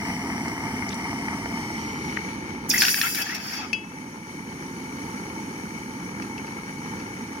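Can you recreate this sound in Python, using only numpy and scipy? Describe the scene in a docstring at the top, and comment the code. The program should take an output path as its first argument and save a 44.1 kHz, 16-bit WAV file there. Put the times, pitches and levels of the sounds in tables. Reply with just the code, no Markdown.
"""A gas torch roars into a small stone furnace: turbulent noise, popping flame and a hissing jet; tongs tick.
A hand-held camera turns to a glass beaker of water, which recolours the torch at the two microphone ports.
Molten metal is poured in: gliding tones chirp, patchy noise gurgles, sizzles and hisses, the boiling shakes
the resonant glass, and decaying snaps with fizz are droplets cracking; the camera's gain control ducks after
the loudest peaks. Last, the tongs knock the beaker and ring its decaying modes while the torch roars on."""
import sys
import numpy as np
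from scipy import signal
from scipy.fft import rfft, irfft, next_fast_len
from scipy.io import wavfile
from scipy.ndimage import uniform_filter1d, minimum_filter1d, map_coordinates

SR = 44100
rng = np.random.default_rng(int(sys.argv[2]) if len(sys.argv) > 2 else 0)


def persist_wave(psi):
    """Save psi, clipped to +-1, as 16-bit WAV."""
    counts = np.round(np.clip(psi, -1, 1) * 32767).astype(np.int16)
    wavfile.write(sys.argv[1], SR, np.atleast_2d(counts).T)


N = 326340
TOP_HZ = 16000  # band limit of the camera
FRAME = 1024  # samples in a frame of the port filter

# torch at the camera: (time [s], roar level [dB], jet over roar [dB], treble tilt from 4 kHz, full at 8 kHz [dB])
TORCH_LEVELS = [(0, -32, -2.5, -4.5), (.6, -30.5, -5, -3), (1.17, -31.5, -4.5, -5), (1.35, -31, -5, -4.5),
                (2.1, -32, -3.5, -5), (2.6, -34.5, -6.5, -5.5), (4.1, -34, -6.5, -.5), (5.25, -33.5, -7, 0),
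                (5.85, -35.5, -7, 0), (6.3, -34, -8.5, -0.5), (6.75, -36, -6, 0), (6.95, -33, -8.5, -1),
                (7.4, -36, -6.5, -1)]
# camera turn: (time [s], turn [0 facing the furnace, 1 facing the beaker])
CAMERA_TURN = [(0, 0), (1.5, 0.17), (1.8, 0.49), (2.2, 0.93), (7.4, 0.93)]
# relative colours at the ports: (frequency [Hz], left level [dB], right level [dB], left lag [rad], likeness [0-1])
ROAR_FACING_COLOUR = [(22, -46, -50, 0.1, 0.87), (60.5, -9, -4.5, 0.045, 0.98), (129.2, -8.5, -9, 0.1, 1),
                      (241, 0.5, 1, 0, 0.97), (382, -13, -12, 0.016, 0.95), (590, -23, -28.5, 0.2, 0.76),
                      (689, -20, -6.5, 0, 1), (750, -16.5, -22, 0.51, 1), (931, -10.5, -6.5, 0, 0.89),
                      (970, -21, -17.5, 0.062, 1), (1200, -14, -19, 0, 0.88), (1337, -14, -28, 1.7, 0.87),
                      (1490, -21.5, -21.5, 1.5, 1), (1760, -19.5, -16.5, 1.6, 1)]
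ROAR_TURNED_COLOUR = [(22, -44, -44.5, 0.1, 0.85), (59, -15.5, -10, 0.1, 0.97),
                      (129, -10, -9.5, 0.16, 0.99), (227.4, -2, 1, 0.273, 1),
                      (399, -10.5, -12.5, 0.36, 0.98), (619, -20, -23.5, 1.73, 0.71),
                      (683, -40, -17, 7, 0.78), (784, -19, -22.5, 0.7, 1), (886, -13.5, -7, 1.45, 0.8),
                      (960, -20.5, -22.5, 0.59, 0.83), (1210, -20.5, -20, 1.57, 0.82),
                      (1390, -14, -23.5, 2.5, 0.88), (1500, -18.5, -26, 4.2, 1),
                      (1820, -14.5, -22.5, 3.54, 1)]
JET_FACING_COLOUR = [(1720, -9, -31, 1.6, 0.87), (1910, -2.5, -9, 2.05, 0.66), (2133, 1, -6.5, 2.47, 0.85),
                     (2610, -23.5, -24.5, 3.2, 0.47), (3010, -16, -12.5, 3.95, 1),
                     (3340, -31, -25, 2.6, 0.43), (4065, -35, -25, 12, 0.21), (4450, -34, -17, 3.4, 0.25),
                     (4730, -22, -24, 12, 0.41), (5100, -19, -13, 9, 0.64), (5810, -12, -10.5, 7.3, 0.7),
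                     (6100, -16.5, -29, 11.5, 0.64), (6730, -21, -17, 8.8, 0.66),
                     (7340, -28, -27.5, 9.3, 0.38), (7880, -15.5, -36, 14.3, 0.44),
                     (8600, -21.5, -27.5, 14.8, 0.73), (9260, -14.5, -18.5, 16.5, 1),
                     (10800, -29.5, -27, 19.5, 0.55), (12000, -36.5, -25.5, 27.4, 0.35),
                     (13500, -43, -29, 32.0, 0.34), (14600, -29.5, -22, 36.0, 0.43),
                     (15700, -30.5, -33.5, 38.5, 0.44)]
JET_TURNED_COLOUR = [(1690, -9, -8, 5.9, 1), (1980, -15, -5.5, 3.6, 0.95), (2217, 2, -8.5, 3.8, 0.73),
                     (2690, -30, -16.5, 5, 0.54), (3084, -11.5, -16.5, 7.86, 1),
                     (3200, -40.5, -18.5, 9.1, 0.21), (4020, -36, -20, 5.5, 0.26),
                     (4400, -23, -15, 10.4, 0.79), (4930, -36, -19, 10.4, 0.31),
                     (5450, -18, -19, 12.4, 0.44), (5710, -15.5, -11.5, 15.2, 0.44),
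                     (5830, -15, -17, 15.8, 0.42), (6500, -11.5, -17.5, 18.8, 0.484),
                     (7480, -30, -27.5, 22.8, 0.49), (8170, -21.5, -37.5, 21.8, 0.66),
                     (8740, -27, -22.5, 25, 0.47), (9470, -18, -20, 25.7, 0.44),
                     (10830, -23.5, -32, 30.2, 0.48), (12000, -36, -26, 33.6, 0.4),
                     (13500, -51, -30.5, 37.5, 0.18), (14600, -32.5, -24, 40.0, 0.26),
                     (15700, -35.5, -37, 43.0, 0.26)]
BEAKER_COLOUR = [(600, -17.5, -12.5, -2, 0.87), (1060, -16, -16, 3, 0.65), (1585, 3.5, -9, -2.1, 0.94),
                 (2014, 2.5, -1, 3, 0.66), (2694, -2, -12.5, -2.5, 0.53), (3470, -10, -5.5, 2.5, 0.34),
                 (3900, -15.5, -15, -1, 0.36), (5060, 1.5, 5, 5, 0.36), (5500, 0.5, 0, 0, 0.26),
                 (6860, -7, -4, 5, 0.56), (7760, -16, -20, 2, 0.29), (8430, -16.5, -28, -3, 0.29),
                 (9090, -13.5, -8.5, 5.5, 0.38), (10580, -5, -17, 1, 0.27), (11600, -7, -9, 0.5, 0.2),
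                 (12600, -13, -12, -4, 0.27), (13760, -9, -12, 1, 0.27), (15800, -8.5, -13, -12, 0.35)]
# narrow resonances and one hollow of furnace and nozzle: (frequency [Hz], width [Hz], lift [dB])
NOZZLE_RESONANCES = [(613, 43, -5.5), (902, 66, 3.5), (2197, 72, 5), (3060, 72, 5.5), (4440, 129, 3.5),
                     (5705, 73, 8.5), (9100, 300, 3)]
# pops of the flame at set times: (time [s], strength [dB])
FLAME_POPS = [(.104, 13.5), (.323, 10.5), (0.379, 15.5), (0.449, 9), (.481, 7), (.694, 1), (.750, 8),
              (.824, 13), (1.054, 12), (1.284, 17), (1.459, 18), (4.158, 1), (5.075, 6), (5.512, 7),
              (6.165, 7), (6.199, 16), (6.569, 11)]
# small metal contacts: (time [s], level [dB], lowest frequency [Hz], highest frequency [Hz], left over right [dB])
METAL_TICKS = [(.482, -26, 4500, 7200, -2.5), (.890, -24, 4500, 7000, 3), (.905, -28, 2000, 3500, 8),
               (.918, -29, 2000, 4500, -3), (.928, -25.5, 2200, 5000, -6), (0.943, -26.5, 3770, 9600, 7),
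               (2.171, -16.5, 1200, 2390, 10), (2.288, -37, 1200, 3020, 3)]
# tongs against the beaker: (time [s], blow level [dB], share of the free ringing time [0-1])
BEAKER_KNOCKS = [(3.7298, 3.5, 0.85), (6.2215, -13.5, 0.16), (6.379, -15, 0.14), (6.47, -22, 0.14),
                 (6.998, -20, 0.22)]
# mode frequencies of the beaker [Hz]
GLASS_MODE_HZ = [1548, 2611, 2615, 2934, 3262, 3310, 4400, 4832, 4974, 5517, 6175, 11200, 13600]
# those modes, row by row: (struck left [dB], struck right [dB], free 60 dB decay [s], shaken by boiling [dB])
GLASS_MODES = [(-51, -48, 0.27, 0), (-9.5, -25, 0.1, 6), (-24.5, -37, 0.55, 15.5), (-35, -33, 0.36, 1),
               (-33, -38, 0.27, 10), (-41, -30, 0.33, 11.5), (-40, -40, 0.029, 2.5), (-37, -35, 0.21, 18),
               (-31, -46, 0.2, -8), (-35, -32, 0.061, 11), (-42, -37, 0.11, 7), (-28, -31, .03, -4),
               (-45, -45, 0.03, 4)]
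# steam off the cooling metal: (time [s], sizzle level [dB], hiss level [dB])
STEAM_LEVELS = [(2.685, -45, -32), (2.71, -37, -32), (2.77, -35, -28.5), (2.83, -22, -24),
                (2.92, -24.5, -20.5), (2.95, -31, -23), (3.2, -32.5, -27), (3.25, -33.5, -39),
                (3.4, -39.5, -47), (3.46, -35.5, -40), (3.56, -33, -40), (3.61, -37.5, -51),
                (3.72, -52, -68)]
# brief spurts of steam: (time [s], sizzle level [dB], hiss level [dB])
STEAM_SPURTS = [(2.69, -40, -22.5), (2.702, -22, -32), (2.785, -30, -28), (2.805, -29, -31),
                (2.888, -31, -21), (3.012, -28, -34), (3.146, -29, -22), (3.215, -27, -27),
                (3.345, -28.5, -30)]
# bouts of bubbling: (time [s], length [s], gurgle level [dB], deep gurgle level [dB])
BUBBLING_BOUTS = [(2.718, .02, -34, -48), (2.75, 0.013, -29, -57), (2.78, .03, -33.5, -55),
                  (2.815, 0.041, -23.5, -36), (2.862, 0.04, -25.5, -46), (2.967, 0.024, -26.5, -36),
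                  (3.017, 0.058, -24, -36.5), (3.146, 0.034, -28.5, -48), (3.182, 0.042, -28, -32),
                  (3.25, 0.047, -33, -34.5), (3.292, 0.067, -35, -37), (3.355, 0.028, -41, -35),
                  (3.44, .02, -43, -39), (3.53, .05, -39, -36.5), (3.583, 0.077, -42, -36.5)]
# steady bubbling beneath the bouts: (time [s], gurgle level [dB], deep gurgle level [dB])
SIMMER_LEVELS = [(2.685, -44, -52), (2.9, -30.5, -50), (3.12, -37, -49), (3.4, -36.5, -40),
                 (3.62, -32.5, -43), (3.72, -51, -58)]
# singing pockets of steam:
# (time [s], level [dB], start pitch [Hz], end pitch [Hz], length [s], left over right [dB])
STEAM_POCKETS = [(2.692, -23, 12400, 9500, 0.00596, 2), (2.6984, -16.5, 7060, 4800, 0.0087, -8),
                 (2.705, -19, 5820, 5060, 0.0069, -3), (2.709, -26, 2590, 2400, 0.014, 1.5),
                 (2.710, -22.5, 3724, 3380, 0.0071, -5), (2.736, -15.5, 1670, 2220, .016, 2),
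                 (2.738, -23, 13500, 13580, .014, 4), (2.754, -20.5, 1990, 2050, 0.013, 0.5),
                 (2.775, -19, 1970, 2030, 0.0087, 2), (2.7775, -17.5, 7400, 4835, 0.013, -1),
                 (2.802, -13, 5960, 4730, 0.0062, -4), (2.810, -14, 5040, 4840, .004, -6),
                 (2.903, -23, 5490, 5500, 0.029, -6), (3.028, -21.5, 1286, 1440, 0.047, 4.5),
                 (3.287, -24, 1650, 1910, 0.028, 3), (3.262, -26, 1800, 1705, 0.018, 6),
                 (2.82, -19.5, 1584, 1460, .035, 8), (2.823, -33, 820, 775, .03, 2),
                 (3.165, -26, 2360, 2220, .03, 3), (3.17, -26, 1740, 1690, 0.052, 3),
                 (3.311, -26, 1815, 2170, .035, 4), (3.584, -28.5, 804, 910, 0.033, 0)]
# droplets bursting: (time [s], snap level [dB], left over right [dB], fizz over snap [dB])
DROPLET_CRACKS = [(2.8197, -1.5, 1.5, -9), (2.8352, -2.5, 2, -13), (2.8508, -2, 1, -10),
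                  (2.8824, -2.5, 2, -12), (2.8905, -7, 2, -10), (2.9427, -5, 3.5, -12),
                  (3.0138, -2, 4, -12), (3.1467, -13, 2, -6), (3.306, -17, 0, -9), (3.350, -17, 1, -6)]
# mean ringing of a burst: (frequency [Hz], relative level [dB], 60 dB decay [s])
SNAP_MODES = [(1730, -2.5, 0.012), (2530, -2, 0.0085), (3460, -8.5, 0.0095), (4380, -6, 0.008),
              (5440, -4.5, 0.0092)]

# a fall is the time for the power to drop by a factor e
SPURT_S, SPURT_RISE_S, SPURT_FALL_S = 0.0065, 0.0037, 0.0046
BOUT_RISE_S, BOUT_FALL_S = 0.006, 0.0085
THRESHOLD_DB, DUCK_DB, ATTACK_S, HOLD_S, RECOVER_DB_PER_S = -2.5, 5, 0.02, 1.2, 6  # gain control


def amp(db):
    """Logarithmic level: decibels become an amplitude ratio."""
    return 10 ** (np.asarray(db) / 20)


def unit(x):
    """Root-mean-square normalisation: the mean power is brought to 1."""
    return x / np.sqrt(np.mean(np.abs(x) ** 2) + 1e-20)


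def columns(rows, at):
    """Linear interpolation: each column after the first, read at the given places."""
    first, *cols = np.transpose(rows)
    return np.array([np.interp(at, first, c) for c in cols])


def wobble(rate):
    """Slow random modulation: a smooth curve through `rate` random knots a second."""
    knots = rng.standard_normal(int(N * rate / SR) + 4)
    return map_coordinates(knots, [np.arange(N) * rate / SR])


def patchy(depth_db, frame):
    """Intermittency: white noise with patches of random gain, briefer for a shorter frame [samples]."""
    spectrum = signal.stft(rng.standard_normal(N), nperseg=frame)[2]
    field = rng.standard_normal(spectrum.shape)
    field = uniform_filter1d(uniform_filter1d(field, 3, axis=0), 3, axis=1)
    return unit(signal.istft(spectrum * amp(depth_db * unit(field)), nperseg=frame)[1][:N])


def three_patchy(depth_db, frame):
    """Statistical independence: one noise for both ports to share, and one for each port alone."""
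    return [patchy(depth_db, frame) for _ in range(3)]


def ports(noises, facing, turned, lo_hz, hi_hz, tilt_db=0, modes=()):
    """Partial coherence: each port hears coloured shared noise, lagged on the left, and noise of its own."""
    hz, t, z = signal.stft(noises, SR, nperseg=FRAME)
    turn = columns(CAMERA_TURN, t)[0]
    facing_part = columns(facing, hz)[..., None] * (1 - turn)
    turned_part = columns(turned, hz)[..., None] * turn
    left_db, right_db, lag, alike = facing_part + turned_part
    alike = np.clip(alike, 0, 1)
    band = 1 / np.sqrt((1 + (lo_hz / (hz + 1)) ** 24) * (1 + (hz / hi_hz) ** 24))
    lift_db = sum(db / (1 + (2 * (hz - centre) / width) ** 2) for centre, width, db in modes) + 0 * hz
    colour = amp([left_db, right_db] + lift_db[:, None]) * band[:, None]
    colour /= np.sqrt(np.mean(colour ** 2, axis=(0, 1)))  # mean power 1 over band and ports, before the tilt
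    octaves = np.clip(np.log2(hz / 4000 + 1e-9), 0, 1)  # above 4 kHz, at most one
    colour *= amp(octaves[:, None] * np.interp(t * SR, np.arange(N), tilt_db + np.zeros(N)))
    shared = np.array([z[0] * np.exp(-1j * lag), z[0]])
    mixed = np.sqrt(alike) * shared + np.sqrt(1 - alike) * z[1:]
    return signal.istft(colour * mixed, SR, nperseg=FRAME)[1][:, :N]


def sides(db):
    """Level difference between ports: half the left-over-right decibels go to each, with opposite sign."""
    return amp([[db / 2], [-db / 2]])


def add(out, s, sound):
    """Superposition: a sound is summed in at time s."""
    start = round(s * SR)
    out[:, start:start + sound.shape[1]] += sound


def swells(starts, lengths, levels_db, rise, fall):
    """Power addition of independent events that rise, hold and die away exponentially."""
    t = np.arange(N) / SR - np.asarray(starts)[:, None]
    after_end = np.clip(t - np.asarray(lengths)[:, None], 0, None)
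    shape = np.clip(t / rise, 0, 1) ** 2 * np.exp(-after_end / fall)
    return amp(levels_db) ** 2 @ shape


def burst(lo_hz, hi_hz, t60, alike=0.48):
    """Impulsive noise: a band-limited puff dies exponentially, partly shared by the ports, peak 1."""
    t = np.arange(1500) / SR
    noise = rng.standard_normal((3, len(t)))
    puff = alike * noise[0] + (1 - alike) * noise[1:]
    puff *= amp(-60 * t / t60) * (1 - np.exp(-t / 0.000094))
    band = signal.butter(3, [lo_hz, min(hi_hz, 18000)], "bandpass", fs=SR, output="sos")
    puff = signal.sosfilt(band, puff)
    return puff / np.abs(puff).max()


def flame_pops():
    """Combustion noise: pockets of gas catching fire give noise flashes of decaying power."""
    pops = (rng.random(N) < 60 / SR) * amp(2.5 + 6.7 * rng.random(N))  # 60 a second on average
    for s, db in FLAME_POPS:
        pops[round(s * SR)] = amp(db)
    power_decay = amp(-60 * np.arange(600) / SR / 0.0074)  # power falls a thousandfold in 7.4 ms
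    flash = np.sqrt(np.abs(np.convolve(pops ** 2, power_decay)[:N]))
    middle = signal.butter(2, [550, 2600], "bandpass", fs=SR, output="sos")  # pops have little bass or treble
    return signal.sosfilt(middle, flash * rng.standard_normal((3, N)))


def torch():
    """Turbulence and resonance: burning roars in the furnace cavity; the nozzle's jet hisses, fluttering with it."""
    roar_db, jet_db, treble_db = columns(TORCH_LEVELS, np.arange(N) / SR)
    crackle = flame_pops()
    roar = ports(crackle + three_patchy(0.66, 512), ROAR_FACING_COLOUR, ROAR_TURNED_COLOUR,
                 15, 1785, modes=NOZZLE_RESONANCES)
    jet = ports(crackle + three_patchy(1.55, 256), JET_FACING_COLOUR, JET_TURNED_COLOUR,
                1894, 20000, treble_db, NOZZLE_RESONANCES)
    roar_gain = amp(roar_db + 0.47 * wobble(14))
    jet_gain = amp(jet_db + 0.46 * wobble(9.9))
    return roar_gain * (roar + jet_gain * jet)


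def tongs():
    """Impact and modal decay: metal ticks are noise puffs; knocks ring the glass, damped by resting tongs."""
    out, t = np.zeros((2, N)), np.arange(SR // 3) / SR
    for s, db, lo_hz, hi_hz, pan_db in METAL_TICKS:
        add(out, s, amp(db) * sides(pan_db) * burst(lo_hz, hi_hz, 0.022))
    rise = 1 - np.exp(-t / 0.0029)
    for s, db, free in BEAKER_KNOCKS:
        for hz, (left_db, right_db, t60, _) in zip(GLASS_MODE_HZ, GLASS_MODES):
            level = amp(db + np.array([[left_db], [right_db]]) - 60 * t / (t60 * free))
            add(out, s, level * rise * np.sin(2 * np.pi * hz * t))
        click = amp(-31.5) * burst(630, 1400, 0.015)
        click += amp(-15) * burst(1700, 2840, 0.017)
        click += amp(-20) * burst(4300, 6000, 0.046)
        click += amp(-32) * burst(7000, 12200, 0.03)
        add(out, s, amp(db) * click)
    return out


def shaken_glass(boil):
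    """Forced vibration: the boiling drives each mode of the glass wall as a damped resonator."""
    m = next_fast_len(N)
    f = np.fft.rfftfreq(m, 1 / SR)
    response = 0
    for centre, (_, _, t60, db) in zip(GLASS_MODE_HZ, GLASS_MODES):
        width = np.log(1000) / np.pi / t60  # half-power bandwidth [Hz]
        damping = 1j * f * width
        response = response + amp(db) * damping / (centre * centre - f * f + damping)
    return irfft(rfft(boil, m) * response, m)[:, :N]


def quench():
    """Boiling noise: brief noise patches round hot metal are bubbles and vapour films, sized by band."""
    t = np.arange(N) / SR
    fade_in = np.clip((t - STEAM_LEVELS[0][0]) / 0.012, 0, 1)
    fade_out = np.clip((STEAM_LEVELS[-1][0] - t) / 0.03, 0, 1)
    s, *spurt_db = np.transpose(STEAM_SPURTS)
    steam_power = amp(columns(STEAM_LEVELS, t)) ** 2
    steam_power += swells(s, SPURT_S + 0 * s, spurt_db, SPURT_RISE_S, SPURT_FALL_S)
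    s, length, *bout_db = np.transpose(BUBBLING_BOUTS)
    bubble_power = amp(columns(SIMMER_LEVELS, t)) ** 2
    bubble_power += swells(s, length, bout_db, BOUT_RISE_S, BOUT_FALL_S)
    sizzle_gain, hiss_gain = np.sqrt(steam_power)
    gurgle_gain, deep_gain = np.sqrt(bubble_power)
    deep = ports(three_patchy(5.0, 1024), BEAKER_COLOUR, BEAKER_COLOUR, 674, 1270)
    gurgle = ports(three_patchy(3.7, 512), BEAKER_COLOUR, BEAKER_COLOUR, 1300, 4080)
    sizzle = ports(three_patchy(3.7, 256), BEAKER_COLOUR, BEAKER_COLOUR, 3300, 7800)
    hiss = ports(three_patchy(3.9, 256), BEAKER_COLOUR, BEAKER_COLOUR, 6860, 17500)
    boil = deep_gain * deep + gurgle_gain * gurgle + sizzle_gain * sizzle + hiss_gain * hiss
    boil *= fade_in * fade_out
    return boil + shaken_glass(boil)


def pockets():
    """Bubble resonance: a growing pocket falls in pitch, a rising bubble climbs; each swells and fades."""
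    out = np.zeros((2, N))
    for s, db, start_hz, end_hz, length, pan_db in STEAM_POCKETS:
        u = np.arange(round(length * SR)) / (length * SR)  # share of the length gone by
        pitch_shake, level_shake = unit(uniform_filter1d(rng.standard_normal((2, len(u))), 50))
        hz = end_hz + (start_hz - end_hz) * (1 - u) ** 1.5
        hz *= 1 + 0.04 * pitch_shake
        tone = np.sin(2 * np.pi * np.cumsum(hz) / SR + [[0], [0.8]])  # right port leads by 0.8 rad
        swell = np.sin(np.pi * u ** 0.94) ** 0.82 * (1 + 0.3 * level_shake)
        add(out, s, amp(db) * sides(pan_db) * swell * tone)
    return out


def cracks():
    """Transient excitation: a bursting droplet snaps for a few decaying cycles, with a short fizz."""
    out, t = np.zeros((2, N)), np.arange(1500) / SR
    for s, db, pan_db, fizz_db in DROPLET_CRACKS:
        snap = 0
        for hz, level_db, t60 in SNAP_MODES:  # level, pitch and phase vary from burst to burst
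            decay = amp(level_db + rng.normal(0, 2.7) - 60 * t / t60)
            angle = 2 * np.pi * hz * rng.normal(1, 0.0617) * t
            snap = snap + decay * np.sin(angle + rng.normal(0, 0.92, (2, 1)))
        snap = snap * (1 - np.exp(-t / 0.0013))
        fizz = amp(fizz_db) * burst(1600, 6000, 0.086, alike=0.49)
        add(out, s, amp(db) * sides(pan_db) * (snap / np.abs(snap).max() + fizz))
    return out


def scene():
    """Linear superposition of all sources at the two ports."""
    return torch() + quench() + pockets() + cracks() + tongs()


def behind(seconds):
    """Causality: settings for a sliding filter that looks only at the present and past."""
    size = round(seconds * SR)
    return dict(size=size, origin=(size - 1) // 2, mode="nearest")


def gain_control(x):
    """Peak-triggered gain: a peak over the threshold ducks it by a set step; it holds, then recovers steadily."""
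    wanted_db = -DUCK_DB * (np.abs(x).max(axis=0) > amp(THRESHOLD_DB))
    held_db = minimum_filter1d(wanted_db.astype(float), **behind(HOLD_S))
    ramp_db = RECOVER_DB_PER_S * np.arange(N) / SR
    gain_db = ramp_db + np.minimum.accumulate(held_db - ramp_db)  # can rise no faster than the ramp
    return x * amp(uniform_filter1d(gain_db, **behind(ATTACK_S)))


def record(dry):
    """Linear filtering after gain control: the camera rolls off the deepest bass and stops at its band limit."""
    m = next_fast_len(N + 4096)
    hz = np.fft.rfftfreq(m, 1 / SR)
    response = (hz < TOP_HZ) / np.sqrt(1 + (48 / (hz + 1)) ** 6)
    return irfft(rfft(gain_control(dry), m) * response, m)[:, :N]


dry = scene()
out = record(dry)
persist_wave(out)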